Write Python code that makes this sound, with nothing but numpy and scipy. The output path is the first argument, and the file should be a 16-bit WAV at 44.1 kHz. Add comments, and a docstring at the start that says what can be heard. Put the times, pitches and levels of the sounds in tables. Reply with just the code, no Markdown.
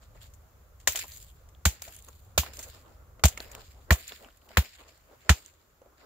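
"""First a low wind rumble over faint air hiss, with a soft scuff of cloth or boots and a little patter.
Then a hatchet chops a thin standing sapling, a few metres from two microphone ports, on frozen forest ground.
Each blow rings damped stem modes, cracks in noise bands and sends a late low wave packet through the soil.
Twigs, chips and second cracks just after some blows are clicks with a crackle and one ringing mode; bark and
needles patter as grainy noise; sleeves and boots rub as dull noise."""
import sys
import numpy as np
from scipy import signal
from scipy.fft import rfft, irfft, next_fast_len
from scipy.io import wavfile
from scipy.ndimage import uniform_filter1d

SR = 44100
rng = np.random.default_rng(int(sys.argv[2]) if len(sys.argv) > 2 else 0)


def wav_out(sig):
    """Save sig, one row per channel (or a flat mono array), as 16-bit PCM at SR to the path in sys.argv[1]."""
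    wavfile.write(sys.argv[1], SR, np.round(np.clip(np.atleast_2d(sig).T, -1, 1) * 32767).astype(np.int16))


N = 266893  # length in samples


def undb(db):
    """Turn dB into amplitude gain."""
    return 10 ** (np.asarray(db) / 20)


def on_log(points, hz):
    """Read (frequency [Hz], value) points on a log-frequency axis."""
    point_hz, values = np.transpose(points)
    return np.interp(np.log(np.maximum(hz, 1)), np.log(point_hz), values)


def unit(x):
    """Scale to rms 1."""
    return x / np.sqrt(np.mean(x ** 2))


def band(x, lo_hz, hi_hz):
    """Causal band-pass, so nothing sounds ahead of its cause."""
    return signal.sosfilt(signal.butter(2, [lo_hz, hi_hz], "band", fs=SR, output="sos"), x)


def coloured(x, points):
    """Shape the spectrum by (frequency [Hz], level [dB]) points; rms 1."""
    size = next_fast_len(N)
    hz = np.arange(size // 2 + 1) * SR / size
    shaped = irfft(rfft(x, size) * undb(on_log(points, hz)), size)[:, :N]
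    return unit(shaped)


def grains(n, grit_db, hold):
    """Three noises sharing grains of hold samples with scattered sizes; rms near 1."""
    grain_db = grit_db * np.minimum(rng.exponential(1, n // hold + 1), 3.5)
    sizes = undb(grain_db).repeat(hold)[:n]
    return rng.standard_normal((3, n)) * sizes / np.sqrt(np.mean(sizes ** 2))


def walk(rate):
    """Random levels, rate new ones a second, joined by straight slopes; spread a little under 1."""
    k = int(SR / rate)
    return uniform_filter1d(np.repeat(rng.standard_normal(N // k + 1), k), k)[:N]


def fade(t, t60, rise):
    """Fast rise, then decay by 60 dB in t60."""
    return (1 - np.exp(-t / rise)) * undb(-60 * t / t60)


def add(out, s, sound):
    """Mix a sound in at time s."""
    i = int(s * SR)
    out[:, i:i + sound.shape[1]] += sound[:, :N - i]


PORT_LAG_S = 3 / 44100  # the left port hears a source this much later
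# how alike the two ports hear one source: (frequency [Hz], power share common to both, before scaling [1])
LIKENESS = [(100, 1), (600, 0.92), (2000, 0.097), (5000, 0.21), (12000, 0.11)]


def ports(excite, alike=0.96):
    """Two ports hear one source: the bass alike, the left a little late, the treble mostly unrelated."""
    size = next_fast_len(excite.shape[1])
    hz = np.arange(size // 2 + 1) * SR / size
    common = np.clip(alike * on_log(LIKENESS, hz), 0, 1)
    both, left, right = rfft(excite, size)
    late = np.exp(-2j * np.pi * hz * PORT_LAG_S)
    shared = np.sqrt(common) * both * np.array([late, late ** 0])
    own = np.sqrt(1 - common) * np.array([left, right])
    return irfft(shared + own, size)[:, :excite.shape[1]]


def patchy(x, lo_hz, count, patchy_db, rate):
    """Third-octave bands that each flare and sink on their own, as in folds of cloth; rms 1."""
    edges = lo_hz * 2 ** (np.arange(count + 1) / 3)
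    total = 0
    for k in range(count):
        flare = undb(patchy_db * walk(rate))
        # alternate signs keep neighbouring bands from cancelling where they meet
        total = total + (-1) ** k * flare * band(x, edges[k], edges[k + 1])
    return unit(total)


def ring(hz, db, t60):
    """One damped mode, a decaying sine alike at both ports, cut off after t60."""
    t = np.arange(int(t60 * SR)) / SR
    return np.tile(undb(db) * fade(t, t60, .0002) * np.sin(2 * np.pi * hz * t), (2, 1))


# slow course of the wind rumble, before its throb: (time [s], level [dB])
WIND = [(0, -62), (.1, -53), (.5, -58.5), (.85, -56), (.98, -58), (1.2, -55.5), (1.5, -54.5), (1.85, -58),
        (2.2, -53), (2.55, -54), (2.8, -55.5), (3.2, -55), (3.5, -51.5), (3.66, -57), (3.85, -55.5),
        (4.1, -63.5), (5, -66.5), (6.05, -67)]


def wind_db():
    """Level of the wind rumble, sample by sample, in straight slopes."""
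    return np.interp(np.arange(N) / SR, *np.transpose(WIND))


AIR_DB, HISS_SHARE = -67, .15  # hiss level at the strongest wind, dB; dB it sinks per dB of rumble
# colour of the wind rumble: (frequency [Hz], relative level [dB per Hz])
GUST = [(12, -38.5), (20, -13.5), (48, -2), (70, 1), (87, -4.5), (145, -16), (193, -23.5), (231, -30.5),
        (300, -30), (390, -53), (660, -120)]
# colour of the air hiss: (frequency [Hz], relative level [dB per Hz])
AIR = [(88, -26.5), (150, -13), (259, -18.5), (888, -21), (1120, -13.5), (2700, -25.5), (5910, -28.5),
       (7180, -27), (13700, -27.5), (16000, -27.5)]


def air():
    """Wind as low noise that throbs at random, over a faint wide hiss that follows it weakly."""
    wind = wind_db()
    gusts = coloured(ports(rng.standard_normal((3, N))), GUST)
    rumble = undb(wind + 1.6 * walk(4)) * gusts
    hiss = coloured(ports(rng.standard_normal((3, N)), alike=0.085), AIR)
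    hiss_db = AIR_DB + HISS_SHARE * (wind - wind.max()) + 1.5 * walk(3)
    return rumble + undb(hiss_db) * hiss


TWIG_SOUGH_DB, SOUGH_SHARE = -68.5, 0.24  # dull sough at the strongest wind, dB; dB it sinks per dB of rumble
# rubs of cloth and boots: (middle time [s], half length to 1/e of the gain [s], level [dB])
SCUFFS = [(.03, .04, -68), (0.16, 0.011, -59), (0.23, 0.022, -65.5), (1.044, 0.021, -55),
          (1.718, 0.057, -60.5), (1.882, 0.035, -61.5), (2.088, 0.014, -55.5), (2.451, 0.074, -53.5),
          (2.594, 0.016, -53.5), (2.674, .03, -56), (2.765, 0.028, -59.5), (2.877, 0.063, -59.5),
          (3.012, 0.065, -63.5), (3.188, 0.078, -65), (3.3, 0.071, -58.5), (3.407, 0.0075, -44.5),
          (3.445, 0.068, -58), (3.568, 0.059, -52.5), (3.79, 0.059, -64), (3.899, 0.021, -54.5),
          (3.978, 0.053, -59), (4.122, 0.015, -51.5), (4.243, 0.054, -57.5), (4.43, 0.011, -63.5),
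          (4.533, 0.11, -62), (4.632, 0.035, -54.5), (4.809, 0.021, -57.5), (4.877, 0.052, -63.5),
          (5.125, .04, -60), (5.277, 0.026, -57), (5.362, 0.056, -58.5), (5.537, 0.0099, -71),
          (5.827, 0.013, -62), (5.87, 0.028, -61.5), (5.93, .04, -66), (6.043, 0.047, -57)]


def scuffs():
    """Gain of the dull rub: bell-shaped scuffs over a sough of twigs that follows the wind; powers add."""
    t = np.arange(N) / SR
    wind = wind_db()
    power = undb(TWIG_SOUGH_DB + SOUGH_SHARE * (wind - wind.max())) ** 2
    for s, half, db in SCUFFS:
        power = power + undb(2 * db) * np.exp(-2 * ((t - s) / half) ** 2)
    return np.sqrt(power)


SHOWER_RISE_S = 0.024
# bark and needles, shaken loose by a blow or brushed off:
# (start time [s], t60 [s], patter level [dB], middle level [dB], top minus patter level [dB])
SHOWERS = [(.01, 0.2, -59.5, -62, -10), (.14, .3, -67.5, -61, -8), (.205, 0.22, -49.5, -54.5, -5),
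           (.79, .2, -58, -67.5, -6), (.89, 0.45, -44.5, -49, 3.5), (0.95, 0.22, -36, -33.5, 1),
           (1.02, 0.72, -53, -58, 3.5), (1.11, 0.34, -46, -67, -4), (1.185, 0.43, -53.5, -67.5, -1),
           (1.35, 0.27, -70, -66.5, -17), (1.69, 0.47, -55, -51.5, -7), (1.814, 0.24, -45.5, -47, 0.5),
           (1.85, 1.36, -58, -65, 1.5), (2.42, 0.41, -51.5, -47.5, -1.5), (2.525, 0.7, -52.5, -57.5, -0.5),
           (2.585, 0.58, -53, -55.5, 0), (2.7, 0.33, -59, -58, -8), (2.76, 0.15, -76, -66, -7),
           (2.85, 0.56, -74, -71, -9.5), (3.29, 0.45, -54.5, -52.5, -1), (3.388, 0.66, -55, -49, -0.5),
           (3.538, 0.9, -59.5, -62, -5), (3.96, 1.09, -53.5, -54, 1.5), (4.06, 0.43, -70.5, -50.5, 5),
           (4.22, 0.23, -67, -52.5, -1.5), (4.41, .6, -72.5, -77, 5), (4.48, 1.8, -71.5, -60, 3),
           (4.619, 0.66, -55.5, -52, -4), (4.69, 1.33, -67, -64.5, -7.5), (4.86, 0.26, -58.5, -60.5, -6.5),
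           (5.079, 0.46, -77.5, -66, 0), (5.2, 1.5, -68, -64, -10), (5.34, 0.63, -54, -59.5, -5.5),
           (5.97, .6, -70, -61.5, -9)]


def showers():
    """Gains of patter, middle rustle and top: each shower swells at once and thins out; powers add."""
    power = np.zeros((3, N))
    for s, t60, patter_db, middle_db, top_db in SHOWERS:
        shape = fade(np.arange(int(t60 * SR)) / SR, t60, SHOWER_RISE_S)
        gains = undb([[patter_db], [middle_db], [patter_db + top_db]])
        add(power, s, (gains * shape) ** 2)
    return np.sqrt(power)


CRUMBS_PER_S, CRUMB_CYCLES = 170, 8  # crumbs per second; cycles for a tick to die by 60 dB
CRUMB_DB, CRUMB_SCATTER_DB = 6, 3.5  # least level over the shower, dB; mean random extra, about, dB
CRUMB_LO_HZ, CRUMB_HI_HZ = 1400, 13000


def crumbs(patter, middle):
    """Single crumbs of bark tick out of the showers, each a tiny ring with its own pitch, size and side."""
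    out = np.zeros((2, N))
    for when, pitch, size, side in rng.random((int(CRUMBS_PER_S * N / SR), 4)):
        hz = CRUMB_LO_HZ * (CRUMB_HI_HZ / CRUMB_LO_HZ) ** pitch
        gain = middle if hz < BANDS[2][0] else patter
        shower = gain[int(when * N)]
        db = CRUMB_DB - CRUMB_SCATTER_DB * np.log(max(size, .03))
        sides = undb([[8 * (side - .5)], [8 * (.5 - side)]])
        add(out, when * N / SR, shower * ring(hz, db, CRUMB_CYCLES / hz) * sides)
    return out


UPPER_DB = 2  # upper octave of the middle rustle, against the mean of middle and patter
# colour of the dull rub: (frequency [Hz], relative level [dB per Hz])
SCUFF = [(120, -30.5), (200, -1), (270, -4.5), (561, 0.5), (916, -6), (1400, -6.5), (1850, -22.5),
         (2000, -11.5), (2600, -56), (4400, -120)]


def rustle():
    """Dense grains of falling bark and needles, and the duller rub of cloth and boots, in flaring bands."""
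    patter, middle, top = showers()
    fine = ports(grains(N, 3, hold=60), alike=.7) * undb(2.2 * walk(60))
    bright = patchy(fine, BANDS[2][0], count=2, patchy_db=2.5, rate=30)
    high = patchy(fine, BANDS[3][0], count=3, patchy_db=2.5, rate=30)
    mid = patchy(fine, 1400, count=3, patchy_db=3, rate=25)
    upper = patchy(fine, 2800, count=3, patchy_db=3, rate=25)
    rub = coloured(ports(rng.standard_normal((3, N)), alike=0.7), SCUFF)
    rub = patchy(rub, 200, count=10, patchy_db=3, rate=25)
    upper_gain = undb(UPPER_DB) * np.sqrt(middle * patter)
    # signs are chosen so that bands meeting at an edge do not cancel
    falling = middle * mid - upper_gain * upper - patter * bright - top * high
    return falling + scuffs() * rub + crumbs(patter, middle)


# crackle bands, in order dull, middle, bright, top: (low edge [Hz], high edge [Hz])
BANDS = [(400, 2500), (2500, 5200), (6000, 9000), (9000, 17000)]


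def burst(dbs, t60s, pan_db, grit_db, length, rise, tick=0.):
    """Crackle in each band, dying at its own pace; the body around the ports shades low bands less."""
    t = np.arange(int(length * SR)) / SR
    noise = grains(len(t), grit_db, hold=24)
    noise[:, int(rise * SR)] += tick  # the break itself is one sharp click
    noise = ports(noise)
    side = np.array([[pan_db], [-pan_db]]) / 2
    total = 0
    for k, (db, t60, (lo, hi)) in enumerate(zip(dbs, t60s, BANDS)):
        gain = undb(db + side * min(lo / BANDS[2][0], 1))
        gain = gain * np.sqrt(SR / 2 / (hi - lo))  # make up for the noise power outside the band
        # alternate signs keep neighbouring bands from cancelling where they meet
        total = total + (-1) ** k * gain * band(noise * fade(t, t60, rise), lo, hi)
    return total


SNAP_TOP_DB, SNAP_MIDDLE_DB = -9, -4  # top against bright; middle against the mean of dull and bright
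RING_CYCLES = 20  # cycles for the ring to die by 60 dB
# snapping twigs, falling chips and second cracks just after some blows:
# (time [s], bright level [dB], dull level [dB], ring level [dB],
# ring frequency [Hz], base t60 of the crackle, scaled per band [s], left minus right in the bright and top [dB])
SNAPS = [(0.337, -56.5, -73, -64, 7050, 0.096, 4), (.801, -56.5, -61, -73, 1100, 0.037, 0),
         (.8976, -42, -60, -48, 7200, .02, 4), (.9217, -34, -54, -48, 7200, 0.038, 2),
         (0.9497, -54, -37, -36.5, 686, 0.029, 0), (0.958, -29, -41, -20.5, 3230, 0.08, 2),
         (0.973, -37, -47.5, -26, 3730, 0.11, 0), (.9905, -34.5, -51, -31, 3560, 0.085, 0),
         (1.042, -51, -54, -40.5, 1000, 0.042, 0), (1.0804, -47, -64, -50, 11000, 0.031, -2),
         (1.1194, -53, -58, -32, 4460, 0.037, -6), (1.1722, -42, -64, -60, 7200, .012, 5),
         (1.2258, -49, -70, -48, 3430, 0.034, 2), (1.4886, -62.5, -68, -53, 11000, 0.068, -1),
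         (1.5494, -73, -90, -45.5, 3400, .02, -5), (1.8201, -35, -44.5, -31, 4980, 0.042, -1),
         (1.8785, -53, -52, -42, 665, 0.12, 7), (1.946, -52, -66, -35, 11400, .05, -2),
         (1.9643, -49.5, -59, -23.5, 10000, 0.042, 2), (1.9904, -54, -77, -31, 9500, .025, 3.5),
         (2.0236, -54, -79, -35, 10000, 0.033, -5), (2.0474, -54, -76, -29, 10000, .02, 0),
         (2.085, -49, -55.5, -48, 1110, 0.051, 3), (2.1294, -63, -64, -53, 5370, .023, 11),
         (2.434, -58, -44.5, -30, 1025, 0.074, -3), (2.4632, -61, -43, -39, 1376, 0.067, -3),
         (2.535, -50, -54, -38, 5330, 0.067, -2), (2.5702, -42, -54, -35, 5030, 0.029, 2),
         (2.591, -44.5, -51, -30.5, 4870, 0.19, 0), (2.6277, -43.5, -58, -43, 2040, 0.15, -2),
         (3.195, -66, -54, -51, 640, 0.051, 8), (3.254, -18.5, -27.5, -19.5, 662, 0.057, 3),
         (3.2827, -32, -46, -44, 4370, 0.072, 1), (3.3749, -41.5, -38, -25.5, 2140, 0.049, -2),
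         (3.4032, -42.5, -41, -23, 4230, 0.026, 4), (3.5151, -46, -60, -52, 660, 0.059, 2),
         (3.5504, -40, -41, -37, 5500, .017, -3), (3.9224, -29, -36.5, -22.5, 675, 0.15, -1),
         (4.078, -41, -58.5, -58, 5300, 0.056, 3), (4.1207, -51, -38, -31, 3500, 0.022, -3),
         (4.2465, -59, -46, -38, 2940, 0.0083, 4), (4.2864, -74, -57.5, -47, 1420, .04, -4),
         (4.3075, -75, -58, -51, 2880, .012, 1), (4.3724, -66.5, -78, -41, 11000, 0.068, -2.5),
         (4.418, -71.5, -67, -54, 2980, .04, -.5), (4.491, -55, -52, -42, 2970, 0.013, 3),
         (4.5067, -65, -51, -47, 663, 0.013, -5), (4.515, -76, -55, -49, 1354, .03, -2),
         (4.5865, -32, -43.5, -33, 900, .012, -4), (4.889, -65, -57.5, -60.5, 600, .03, -1),
         (4.9766, -59.5, -80, -71, 4440, 0.014, -11), (5.2072, -62, -85, -53, 3450, 0.02, 0),
         (5.3014, -21, -36.5, -31.5, 1700, 0.0049, -10), (5.324, -40.5, -44, -33.5, 1300, .015, 1.5),
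         (5.461, -48, -61, -53, 4640, .015, -12), (5.8174, -70.5, -68.5, -45, 530, 0.028, -1.5),
         (5.86, -71.5, -65.5, -50, 579, .015, -1)]


def snaps():
    """Each twig, chip or second crack is a click and a short crackle of its own colour, and one brief mode."""
    out = np.zeros((2, N))
    for s, bright_db, dull_db, ring_db, hz, t60, pan_db in SNAPS:
        middle_db = (dull_db + bright_db) / 2 + SNAP_MIDDLE_DB
        dbs = [dull_db, middle_db, bright_db, bright_db + SNAP_TOP_DB]
        t60s = t60 * np.array([0.82, 0.37, 0.62, .9])
        add(out, s, burst(dbs, t60s, pan_db, 1.5, .12, .0002, tick=4.))
        add(out, s, ring(hz, ring_db, RING_CYCLES / hz))
    return out


SOIL_HZ, SOIL_GLIDE = 76, 4  # Hz at the packet's centre; factor of the pitch fall, 1/s
SOIL_RISE_S, SOIL_FALL_S = .010, .019  # swell and fade of the packet, to 1/e
ROOT_HZ, ROOT_DB, ROOT_T60_S = 172.4, -3.5, 0.028  # level is relative to the packet, before the root's swell


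def thump(db, delay):
    """A slow wave packet through the soil, quick swings first; the root plate rings briefly above it."""
    t = np.arange(int(.15 * SR)) / SR - delay
    swell = np.exp(-(t / np.where(t < 0, SOIL_RISE_S, SOIL_FALL_S)) ** 2)
    packet = swell * np.sin(2 * np.pi * SOIL_HZ * t * (1 - SOIL_GLIDE * t))
    since = np.maximum(t + .009, 0)  # the root starts 9 ms ahead of the packet's centre
    root_swell = undb(ROOT_DB) * since / 0.0025 * undb(-60 * since / ROOT_T60_S)
    root = root_swell * np.cos(2 * np.pi * ROOT_HZ * (since - .0017))
    return undb(db) * np.tile(np.sqrt(2) * (packet + root), (2, 1))


BITE_S, BITE_SPREAD_S = 0.002208, 0.0021  # time until the blade stops; spread of its push
GRIP_HZ, REACH_DB = 200, -8.5  # width added by the buried blade; dB per squared octave from the centre
# modes of the stem: (frequency [Hz], width without the blade's grip [Hz], relative level [dB])
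STEM = [(620, 50, -1), (820, 60, -8), (1091, 94, -2.5), (1354, 250, -0.5), (1480, 420, -6.5),
        (1833, 130, 0.5), (2350, 43, -11.5), (3210, 220, -21.5), (4160, 55, -12), (4530, 73, -4)]


def stem(knock_db, centre_hz):
    """The blade bites and stops after two milliseconds; the blow's centre pitch decides which modes ring."""
    t = np.arange(int(.12 * SR)) / SR - BITE_S
    modes = 0
    for hz, width, db in STEM:
        reach_db = REACH_DB * np.log2(hz / centre_hz) ** 2
        decay = np.exp(-np.pi * (width + GRIP_HZ) * np.maximum(t, 0))
        phase = 1.3 * rng.standard_normal()
        modes = modes + undb(db + reach_db) * decay * np.cos(2 * np.pi * hz * t + phase)
    knock = modes * np.exp(-(np.minimum(t, 0) / BITE_SPREAD_S) ** 2)
    knock = knock * undb(knock_db) / np.sqrt(np.max(knock ** 2) / 2)  # level as of a sine with this peak
    left = .9 * np.roll(knock, int(round(PORT_LAG_S * SR)))
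    return np.array([left, knock])


# scatter off the trunks, in the order of BANDS: (level against the crack [dB], t60 [s])
WOODS = [(-18, 0.15), (-13.5, 0.15), (-12.5, 0.15), (-12, 0.17)]
# blows: (start time [s], knock level [dB], crack level [dB], splinter level [dB], sizzle level [dB],
# thump level [dB], splinter left minus right [dB], knock centre [Hz], base t60 of the crack, scaled per band [s],
# woody body level [dB], delay of the thump's centre [s]); body, crack, splinter, sizzle fill BANDS in order
CHOPS = [(0.873, -16.5, -20, -18.5, -23, -43, 9.5, 2490, 0.031, -22, 0.019),
         (1.653, -19, -18.5, -18, -20, -19, -2.5, 1580, 0.03, -19.5, 0.017),
         (2.377, -17.5, -14.5, -22, -17.5, -25.5, -1.5, 690, 0.036, -25, 0.016),
         (3.237, -15.5, -15, -16.5, -22, -14, 0.5, 1030, 0.023, -17.5, 0.017),
         (3.906, -10, -20, -26, -20.5, -14.5, -8.5, 1734, 0.021, -13, .0162),
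         (4.57, -10, -19, -26.5, -22, -17, 4, 1820, 0.03, -15.5, 0.018),
         (5.293, -9.5, -17, -21, -25, -13.5, -2.5, 1760, 0.043, -17, 0.016)]


def chops():
    """Each blow is a stem knock, a crack of fibres, its scatter off the trunks around and a thump in the soil."""
    out = np.zeros((2, N))
    woods_db, woods_t60 = np.transpose(WOODS)
    for s, knock_db, *fibres_db, thump_db, pan_db, centre_hz, t60, body_db, delay in CHOPS:
        dbs = np.array([body_db, *fibres_db])
        t60s = t60 * np.array([1.74, 0.82, 1.4, 0.7])
        add(out, s, stem(knock_db, centre_hz))
        add(out, s, burst(dbs, t60s, pan_db, 0.5, 0.17, 0.0014))
        add(out, s + 0.003, burst(dbs + woods_db, woods_t60, 0, 1.5, 0.43, 0.001))
        add(out, s, thump(thump_db, delay))
    return out


def scene():
    """Wind and hiss, rustle, snaps and the hatchet, summed at the two ports."""
    return air() + rustle() + snaps() + chops()


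TOP_HZ = 16800  # upper limit of the recorder
# treble resonances of the microphone ports: (frequency [Hz], level [dB])
PORT = [(5000, 1.5), (6300, 4.5), (6900, 5.5), (7300, 9.5), (7800, -1.5), (8600, -4), (12800, 2.5),
        (14000, 8), (14900, 4.5), (15600, 6), (16000, -33.5)]


def record(dry):
    """The microphone ports resonate in the treble; the recorder cuts the top."""
    hz = np.linspace(0, SR / 2, 257)
    # the minimum-phase step halves the dB, so they go in doubled
    taps = signal.minimum_phase(signal.firwin2(1023, hz, undb(2 * on_log(PORT, hz)), fs=SR))
    resonant = signal.lfilter(taps, 1, dry)
    return signal.sosfilt(signal.ellip(8, .2, 70, TOP_HZ, fs=SR, output="sos"), resonant)


dry = scene()
out = record(dry)
wav_out(out)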